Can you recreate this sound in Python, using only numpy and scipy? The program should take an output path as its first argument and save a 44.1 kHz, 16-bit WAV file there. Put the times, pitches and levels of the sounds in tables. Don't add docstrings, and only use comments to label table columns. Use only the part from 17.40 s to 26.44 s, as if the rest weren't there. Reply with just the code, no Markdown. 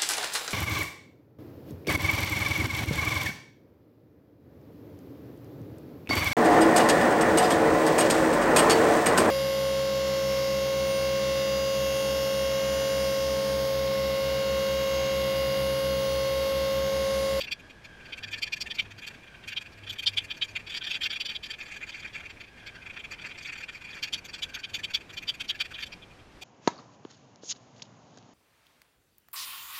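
import sys
import numpy as np
from scipy import signal
from scipy.fft import rfft, irfft, next_fast_len
from scipy.io import wavfile
from scipy.ndimage import uniform_filter1d

SR = 44100
rng = np.random.default_rng(int(sys.argv[2]) if len(sys.argv) > 2 else 0)


def store_pcm(level_fs):
    pcm = np.round(np.clip(level_fs, -1, 1) * 32767).astype(np.int16)
    wavfile.write(sys.argv[1], SR, np.atleast_2d(pcm).T)


def nominal_scale(level):
    x = np.asarray(level, float) / 20
    return 10 ** x


N = 398531


def curve(table):
    s, *columns = np.transpose(table)
    return [np.interp(np.arange(N) / SR, s, column) for column in columns]


def level(x, db):
    return x * nominal_scale(db) / np.sqrt(np.mean(x ** 2))


def fade(pieces):
    return np.cos(np.pi * np.clip(pieces, -.5, .5)) ** 2


def held_noise(rows, hold):
    steps = np.repeat(rng.standard_normal((rows, N // hold + 1)), hold, axis=1)
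    return uniform_filter1d(steps, hold, axis=1)[:, :N]


# frequency in Hz, density in dB per Hz.
AIR = [(25, -4.5), (60, 0.5), (290, -5.5), (600, -10), (1380, -14.5), (2200, -16.5), (5000, -25),
       (9000, -35.5), (13000, -43), (14300, -48), (15000, -60), (15800, -68)]


def garden():
    size = next_fast_len(N)
    hz = np.maximum(np.arange(size // 2 + 1) * SR / size, 1)
    air_hz, air_db = np.transpose(AIR)
    colour = nominal_scale(np.interp(np.log(hz), np.log(air_hz), air_db))
    air = irfft(rfft(rng.standard_normal(size)) * colour, size)[:N]
    stir_s, stir_db = .06, 1.53
    stir = held_noise(1, int(stir_s * SR))[0]
    return level(air * nominal_scale(stir_db * stir), -53.5)


# time in seconds, centre in Hz, level in dB.
BUZZ = [(0, 1690, -64), (.2, 1640, -59), (.4, 1660, -61.5), (.52, 1620, -56), (.68, 1585, -54),
        (.8, 1557, -53.5), (.86, 1600, -52), (1.0, 1700, -64), (1.7, 1650, -66), (1.95, 1550, -61),
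        (2.4, 1660, -65), (5.0, 1670, -67), (5.17, 1630, -58.5), (5.3, 1620, -55), (5.4, 1560, -58),
        (5.6, 1450, -68), (6.9, 1570, -67), (7.2, 1555, -55.5), (7.6, 1600, -78)]
# time in seconds, peak level in dB.
HUM = [
    (.9, -50),
    (1.51, -53.5),
    (2.07, -60),
    (2.46, -50),
    (2.75, -47.5),
    (3.15, -54.5),
    (5.47, -59),
    (7.36, -60),
]


def machine():
    t = np.arange(N) / SR
    mains_hz, resonance_hz, swell_s = 50.65, 75, 0.34
    centre_hz, buzz_db = curve(BUZZ)
    line_hz = mains_hz * np.arange(27, 37)[:, None]
    waver_turns, waver_s = .15, .04
    waver = held_noise(len(line_hz), int(waver_s * SR))
    turns = line_hz * t + rng.random((len(line_hz), 1)) + waver_turns * waver
    resonance = 1 / (1 + ((line_hz - centre_hz) / resonance_hz) ** 2)
    buzz = np.sum(np.sin(2 * np.pi * turns) * resonance, axis=0)
    for power, db in [(2, -10), (3, -19)]:
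        band = signal.butter(3, [power * 1300, power * 1950], "bandpass", fs=SR, output="sos")
        envelope = np.abs(signal.hilbert(buzz, next_fast_len(N))[:N])
        overtone = signal.sosfilt(band, (buzz / envelope) ** power)
        buzz = buzz + level(overtone, db)
    flicker_db = 2.5
    buzz = buzz * nominal_scale(flicker_db * waver[0])
    hum = nominal_scale(-68.5) + sum(nominal_scale(db) * fade((t - s) / swell_s) for s, db in HUM)
    return nominal_scale(buzz_db) * buzz + hum * np.sin(4 * np.pi * mains_hz * t)


# time in seconds, cap turned to the microphone in dB, paint slosh in dB.
MOTION = [(0, -3, -4), (.25, 7, -6), (.65, -3, 3), (.9, 6, -2.5), (1.4, 5, 0.5), (1.8, 3, 3), (2.4, 0, 3),
          (3.0, 7, 2.5), (3.3, 4, 4), (4.0, -1, -1), (4.3, 8, 4.5), (4.9, 1, 2.5), (5.2, -1, 1.5),
          (5.9, 2, 4.5), (6.4, 2.5, 3), (7.6, 8, 1.5), (8.4, 1.5, 5.5), (8.8, 1, -15), (9.0, 3, -12)]


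def rolling():
    roll_hz, width_hz = 2390, 340
    roll = signal.lfilter(*signal.iirpeak(roll_hz, roll_hz / width_hz, SR), rng.standard_normal(N))
    return level(roll, -62.5) * nominal_scale(curve(MOTION)[1])


# middle in seconds, then levels of wall, bottom, rim and cap modes in dB.
FIRST_UP_DOWN = [(0.015, -35.5, -34, -34.5, -48.5), (0.044, -41.5, -40, -47, -58),
                 (0.082, -37.5, -55, -51, -67), (0.125, -31, -33, -34, -49),
                 (0.734, -37.5, -38.5, -48, -63.0), (0.784, -41.5, -52, -54, -57.5),
                 (0.841, -39.5, -38.5, -43.0, -58), (0.94, -35.0, -35.5, -41, -54.5),
                 (0.987, -47, -52, -45.5, -55.5), (1.033, -30.5, -32.5, -31, -45.5),
                 (1.076, -42, -44, -46, -56), (1.135, -29, -37.5, -35.5, -49.0),
                 (1.173, -43.5, -50, -49, -55), (1.218, -38.5, -38.5, -31.5, -44.5),
                 (1.271, -39.5, -47.0, -56, -57.0), (1.314, -39, -33.5, -42.5, -58.5),
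                 (1.356, -45.5, -52, -45.0, -55), (1.398, -30, -27, -39.5, -51),
                 (1.629, -44.5, -49, -62.0, -59.5), (1.679, -41, -42, -43.5, -50)]
SECOND_UP_DOWN = [(2.087, -37, -43.0, -45.0, -51.5), (2.129, -37.5, -43, -48.5, -59),
                  (2.176, -34.5, -29, -43, -59), (2.22, -44.0, -50, -54, -58), (2.478, -45, -42, -54, -67),
                  (2.504, -48, -33.0, -45.5, -51), (2.533, -43.5, -47.5, -52.0, -53),
                  (2.596, -40, -33, -46, -51), (2.636, -37.5, -43, -47.0, -52.5),
                  (2.675, -52, -22, -26, -46.5), (2.74, -44.0, -51, -52.0, -61.0),
                  (2.782, -30.5, -23, -36.5, -48), (2.849, -43.5, -58, -52, -55.5),
                  (2.914, -36.5, -33, -43, -59), (3.027, -33.5, -24.5, -39.5, -52),
                  (3.166, -30, -36.5, -45, -51.5)]
TIPPED_OVER = [(3.277, -42.5, -44.5, -49, -64), (3.305, -43, -39, -47.5, -56),
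               (3.352, -38, -34.5, -40.5, -54), (3.375, -41, -36, -36.5, -51.5),
               (3.422, -43, -36.5, -57.0, -63), (3.448, -40, -38, -41, -59.0), (3.475, -41, -32, -46, -55),
               (3.515, -37, -32, -41, -48.5), (3.552, -33.5, -32, -40.5, -54),
               (3.621, -35.5, -32.5, -47, -52.5), (3.641, -43, -28.5, -35, -50),
               (3.663, -28.5, -32.5, -38, -49), (3.711, -40, -34, -37.5, -57),
               (3.734, -38, -34.5, -53, -53.5), (3.767, -34.5, -39, -45.5, -57),
               (3.812, -33.5, -32, -35, -51), (3.862, -41.5, -34, -37.5, -52.5),
               (3.899, -39.0, -33.5, -40.5, -59), (3.961, -41.5, -32.5, -43.5, -60),
               (4.042, -42.5, -38, -43.5, -57.0), (4.112, -40.5, -36.5, -39.5, -52),
               (4.141, -42, -42.5, -54, -64)]
SWIRLED = [(4.214, -37, -46, -49.5, -61), (4.265, -46, -52, -53, -63.0), (4.323, -39.5, -53, -54, -54.5),
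           (4.37, -42.5, -48, -53, -54.5), (4.418, -45, -51.5, -68, -62.5), (4.436, -35, -55, -58, -57),
           (4.498, -41, -45.0, -46.5, -54.5), (4.55, -39, -50.0, -51, -60), (4.656, -37.0, -56, -54, -61),
           (4.759, -35.5, -48, -53.5, -56), (4.806, -43, -50.5, -62.5, -63), (4.863, -39.5, -55, -59, -62),
           (5.013, -43.5, -50.0, -53, -62), (5.274, -44, -46, -47.5, -58.5)]
SIDEWAYS = [(5.469, -41, -51, -60, -63), (5.506, -40, -52.5, -72, -65), (5.573, -39.5, -47, -55.5, -67),
            (5.602, -44, -44, -66, -62), (5.65, -39, -47.0, -58, -60), (5.721, -39, -56, -45.5, -51.5),
            (5.852, -36.5, -51, -57, -61.5), (5.868, -43, -53, -48, -56), (5.917, -42, -47.0, -61.0, -66.5),
            (5.988, -43.5, -53.0, -48.0, -56.5), (6.013, -45, -54, -65, -65.0),
            (6.032, -53, -52, -49.0, -55), (6.059, -37.5, -43, -59, -54), (6.097, -36, -48.5, -52.0, -61),
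            (6.133, -38.5, -51.5, -50.0, -53), (6.161, -43.5, -48, -56.5, -63),
            (6.185, -42, -52, -50.0, -56), (6.212, -44, -50, -52, -57), (6.238, -36.5, -52.5, -50.0, -59.0),
            (6.294, -39.5, -44, -54, -60), (6.355, -41.5, -58, -52, -61), (6.452, -42, -53, -54.0, -60.5),
            (6.512, -44.5, -58, -50.5, -64)]
LAST_UP_DOWN = [(6.638, -33.5, -33.5, -32.5, -44), (6.682, -40.5, -51, -50, -57),
                (6.74, -39, -28, -33.5, -40.5), (6.786, -44.5, -57, -47, -55.0),
                (6.857, -46.5, -47, -54, -50.0), (6.896, -46, -60.0, -46, -61),
                (6.945, -42.5, -39.5, -41.0, -51), (7.034, -39, -29.0, -40.5, -44),
                (7.152, -39, -37, -42.0, -45.5), (7.198, -48, -55, -47.5, -57),
                (7.246, -38.5, -35.5, -44, -56.0), (7.35, -36, -31.5, -36.5, -43.5),
                (7.397, -44, -52, -52, -55), (7.446, -35.5, -31, -40.5, -49), (7.511, -43, -52, -51, -57),
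                (7.551, -34.5, -26, -29, -42.5), (7.781, -40.5, -36.0, -41.5, -53.5),
                (7.832, -41, -52, -57, -57), (7.896, -42, -26.5, -36.5, -49),
                (8.012, -35.5, -34, -43.0, -50), (8.104, -37.5, -26, -39, -49),
                (8.213, -31, -28.5, -33.5, -46), (8.258, -42.5, -47, -50.5, -61),
                (8.349, -61, -39, -52.5, -65.0), (8.391, -41.5, -44, -59.5, -61),
                (8.41, -50, -44, -51, -58), (8.434, -37.5, -35.5, -39.5, -54),
                (8.47, -53, -45.5, -54, -58.5), (8.532, -42.5, -47.5, -47, -65),
                (9.027, -45, -45.5, -49.5, -51)]
# middle in seconds, then levels of wall, bottom and rim modes in dB.
REBOUNDS = [(0.202, -50.5, -58, -72), (0.307, -50, -55, -61), (0.454, -46, -54, -53.5),
            (0.61, -53, -68, -74), (0.663, -50, -55, -55.5), (0.703, -54, -59.0, -62.5),
            (0.885, -44.5, -52, -51), (0.922, -45, -47, -57), (0.962, -43.5, -59.0, -63),
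            (1.379, -44.5, -54, -71), (1.458, -52, -56.0, -68), (1.517, -47, -51, -57.5),
            (1.591, -50, -50.5, -50.5), (1.648, -42.5, -47, -62), (1.748, -53, -57, -61),
            (1.841, -54, -60, -74), (1.88, -55, -55.5, -68), (1.95, -52.5, -57, -78),
            (2.043, -50.5, -52.0, -63.5), (2.105, -46, -47, -58), (2.266, -45.5, -56.5, -59),
            (2.332, -62, -63, -59), (2.386, -53, -63, -61), (2.442, -53.0, -51, -61),
            (2.564, -53.0, -52, -62), (2.69, -43, -39, -46), (2.77, -57, -55, -60),
            (2.722, -51, -61.0, -70), (2.826, -48, -56, -71), (2.893, -53, -54.0, -76),
                   (2.95, -52, -50, -61), (2.977, -49, -57, -53), (3.048, -43, -49, -53.0),
                   (3.092, -47, -59, -52), (3.114, -55, -62.5, -62), (3.203, -46, -57.5, -60),
                   (3.327, -42.5, -40, -56), (3.499, -48, -42, -50), (3.536, -49, -38, -46),
                   (3.567, -39.5, -41, -52), (3.749, -56, -42, -51), (3.827, -52, -46, -62),
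                   (3.879, -66, -44, -52), (3.918, -40, -43, -47.0), (3.939, -50, -55, -56),
                   (4.064, -46, -47, -46.0), (4.094, -54, -55, -61), (4.194, -46, -57, -60.0),
                   (4.234, -44.5, -58, -58), (4.288, -51, -52.5, -60), (4.306, -47, -56, -76),
                   (4.346, -44, -51, -58), (4.479, -50, -53.0, -54), (4.529, -51, -46, -61),
                   (4.567, -51, -62, -55), (4.583, -47, -54.0, -63), (4.603, -45.5, -53.0, -50.5),
                   (4.632, -46, -47, -62.0), (4.68, -51, -49.5, -58.0), (4.703, -53, -62.0, -71),
                   (4.741, -50, -50, -53.5), (4.782, -45, -55, -60), (4.84, -48, -63, -66.0),
                   (4.906, -44.5, -49, -53.5), (4.975, -50.5, -71, -80), (5.044, -49, -57, -63),
                   (5.084, -54, -63, -65), (5.182, -53, -67, -66.0), (5.204, -54, -57, -67),
                   (5.292, -45.5, -52, -64), (5.359, -50, -56, -56),
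            (5.427, -47, -58, -63), (5.542, -51, -57, -60), (5.74, -42, -48, -54),
                 (5.796, -48, -48.5, -59), (5.822, -45.5, -50, -52), (5.897, -47, -58.0, -58),
                 (5.957, -46, -53.0, -74), (6.077, -45, -59, -46.5), (6.333, -54, -56.0, -58),
                 (6.374, -50, -58.0, -58), (6.421, -45.5, -55, -59), (6.473, -46, -63, -62.5),
                 (6.493, -45, -51.5, -65), (6.536, -50, -45, -61), (6.554, -45, -62, -55),
                 (6.573, -46, -53.0, -53.0), (6.591, -47, -57.0, -57), (6.653, -41, -46, -47),
                 (6.758, -45, -43, -51), (6.962, -49, -53, -54.5), (6.992, -47.5, -55, -50.5),
                 (7.05, -46, -52, -59), (7.098, -49, -57.5, -56), (7.171, -43.5, -54.5, -68),
                 (7.3, -51, -53, -55.5), (7.365, -40, -44, -50), (7.488, -48, -61, -69),
                 (7.571, -43, -45, -63), (7.614, -47.5, -56, -58), (7.705, -51, -47, -59),
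                 (7.74, -48.5, -62, -53), (7.885, -45, -37, -43), (7.949, -45.5, -53, -53),
                 (8.05, -48, -49, -59), (8.094, -56, -45, -37), (8.157, -44.5, -53, -54),
                 (8.203, -65, -41, -46), (8.319, -47, -54, -56), (8.364, -43.5, -52, -74),
                 (8.632, -54, -49.5, -71.5), (8.716, -55, -69, -80), (8.799, -59, -61, -78),
            (1.055, -42.5, -64, -73),
    (1.425, -50, -54, -58),
    (1.711, -51, -60, -66),
    (2.804, -46, -45, -69),
    (5.235, -58, -60, -68),
    (7.92, -60, -62, -71),
    (8.127, -60, -64, -79),
]
# middle in seconds, frequency in Hz, level in dB.
CLEAR = [(.842, 1765, -44), (.942, 1787, -42.5), (.985, 1740, -46), (1.078, 1730, -46),
         (1.173, 1730, -45.5), (1.269, 1770, -44), (1.319, 1787, -45), (1.398, 2367, -28.5),
         (2.675, 3606, -24), (2.676, 4931, -36), (2.679, 2350, -37), (3.026, 1830, -49), (3.421, 1540, -46),
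         (3.476, 1765, -47), (3.516, 2720, -33), (3.621, 1810, -45.5), (4.106, 1770, -46),
         (4.368, 1650, -45), (4.656, 1880, -46.5), (5.849, 1726, -51), (7.397, 1790, -47),
         (7.512, 1530, -49), (7.549, 3410, -37), (7.889, 4650, -37), (8.156, 1720, -47), (9.027, 820, -52)]


def knocks():
    hard = np.vstack([FIRST_UP_DOWN, SECOND_UP_DOWN, TIPPED_OVER, SWIRLED, SIDEWAYS, LAST_UP_DOWN])
    rest_db = -36
    clear = [(s, *[db + rest_db] * 3) for s, _, db in CLEAR]
    light = np.vstack([REBOUNDS, clear])
    s, wall, bottom, rim = np.vstack([hard[:, :4], light]).T
    mood = rng.standard_normal((2, len(s)))
    facing_db, slosh_db = (column[(s * SR).astype(int)] for column in curve(MOTION))
    paint = 0.38 * wall + 0.071 * rim - 35 + slosh_db + 3.74 * mood[0]
    cap = 0.36 * wall + 0.52 * rim - 20 + facing_db + 2.4 * mood[1]
    cap[:len(hard)] = hard[:, 4]
    return s, wall, bottom, rim, paint, cap


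SIZE = 3072
PIECES = (np.arange(SIZE) - SIZE // 3) / SR / 0.037
BIN_HZ = np.arange(SIZE // 2 + 1) * SR / SIZE


def skidding(count):
    tick_db = 2.5 * rng.exponential(size=(count, SIZE))
    skid = rng.standard_normal((count, SIZE)) * nominal_scale(tick_db)
    drive = rfft(skid * (fade(PIECES / 1.5) + .2))
    return drive / np.sqrt(uniform_filter1d(np.abs(drive) ** 2, size=9, axis=1))


def ring(modes, width_hz, drive, piece, peak_db):
    scatter_db, phase_spread, skirt, even, top_hz = 2, .7, .19, .4, 15780
    chance = rng.standard_normal((len(drive), len(modes), 3))
    response = 0
    for k, (f, db) in enumerate(modes):
        strength, detune, turn = chance[:, k].T[:, :, None]
        r = BIN_HZ / (f + 0.19 * width_hz * detune)
        pole = r / (r + 1j * (r * r - 1) * f / width_hz)
        shape = pole * (pole + skirt / (1 + r ** 4))
        response = response + nominal_scale(db + scatter_db * strength) * np.exp(1j * phase_spread * turn) * shape
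    sound = irfft(drive * response * np.clip((top_hz - BIN_HZ) / 250, 0, 1), SIZE)
    power = uniform_filter1d(sound ** 2, size=400, axis=1, mode="wrap")
    sound = piece * sound / power ** even
    gain = nominal_scale(peak_db) * np.sqrt(np.sum(piece ** 2) / np.sum(sound ** 2, axis=1))
    return sound * gain[:, None]


# frequency in Hz, level in dB.
PAINT = [(980, -8.5), (1380, -4.5), (1530, 2), (1660, 5.5), (1775, 5), (1880, 4.5)]
WALL = [(2135, -9.5), (2290, -5), (2400, -3), (2480, 0), (2720, -4)]
BOTTOM = [(3020, -5.5), (3160, 3), (3300, -0.5), (3420, 1), (3530, -4.5), (3770, -6)]
RIM = [(4270, -4), (4530, 2.5), (4665, 2.5), (4910, -5.5), (5120, -9), (5640, -4.5)]
SHOULDER = [(6200, 0), (6630, 0.5), (7050, 0.5), (7520, -2.5)]
CAP = [(8700, 0), (10300, -8), (11700, 0), (12700, -15), (14200, -34)]
# time in seconds, level against the shoulder in dB.
GRIP = [(0, -2), (.3, -8), (1.6, -6.5), (2.8, -3.5), (3.1, -8.5), (4.0, -5), (4.4, -14), (5.2, -9),
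        (5.8, -12.5), (6.6, -8.5), (7.2, -10), (8.2, -4), (9.04, -8)]
# frequency in Hz, width in Hz, level in dB.
LINGER = [(2398, 37, -5.5), (3145, 20, -21), (3360, 29, -11), (4700, 24, -20), (1768, 36, -4)]


def can():
    s, wall_db, bottom_db, rim_db, paint_db, cap_db = knocks()
    drive = skidding(len(s))
    piece = fade(PIECES) ** 0.9 + nominal_scale(-26) * fade(PIECES - .65) + nominal_scale(-36.5) * fade(PIECES + .45)
    thicket = nominal_scale(9 * uniform_filter1d(rng.standard_normal(drive.shape), size=3, axis=1))
    sideways = (s > 4.17) & (s < 6.61)
    coat = nominal_scale(-12 * np.outer(sideways, np.clip(BIN_HZ / 1000, 2, 3)))
    grip_db = curve(GRIP)[0][(s * SR).astype(int)]

    sound = ring(PAINT, 173, drive, piece, paint_db)
    sound += ring(WALL, 96, drive * coat, piece, wall_db)
    sound += ring(BOTTOM, 139, drive, piece, bottom_db)
    sound += ring(RIM, 178, drive, piece, rim_db)
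    sound += ring(SHOULDER, 530, drive * thicket, piece, cap_db)
    sound += ring(CAP, 1770, drive * thicket, piece, cap_db + grip_db)
    _, clear_hz, clear_db = np.transpose(CLEAR)
    last = len(CLEAR)
    sound[-last:] += ring([(clear_hz[:, None], 0)], 125, drive[-last:], piece, clear_db)

    out = np.zeros(N + 2 * SIZE)
    starts = (s * SR).astype(int) + SIZE - SIZE // 3
    for start, knock in zip(starts, sound):
        out[start:start + SIZE] += knock
    out = out[SIZE:SIZE + N] + rolling()
    singing = sum(nominal_scale(db) * signal.lfilter(*signal.iirpeak(f, f / width, SR), out) for f, width, db in LINGER)
    return out + singing


def scene():
    return (can() + machine() + garden())[None]


def top_cut(x):
    return signal.sosfilt(signal.butter(12, 15790, fs=SR, output="sos"), x)


def record(dry):
    return top_cut(dry)


dry = scene()
out = record(dry)
store_pcm(out)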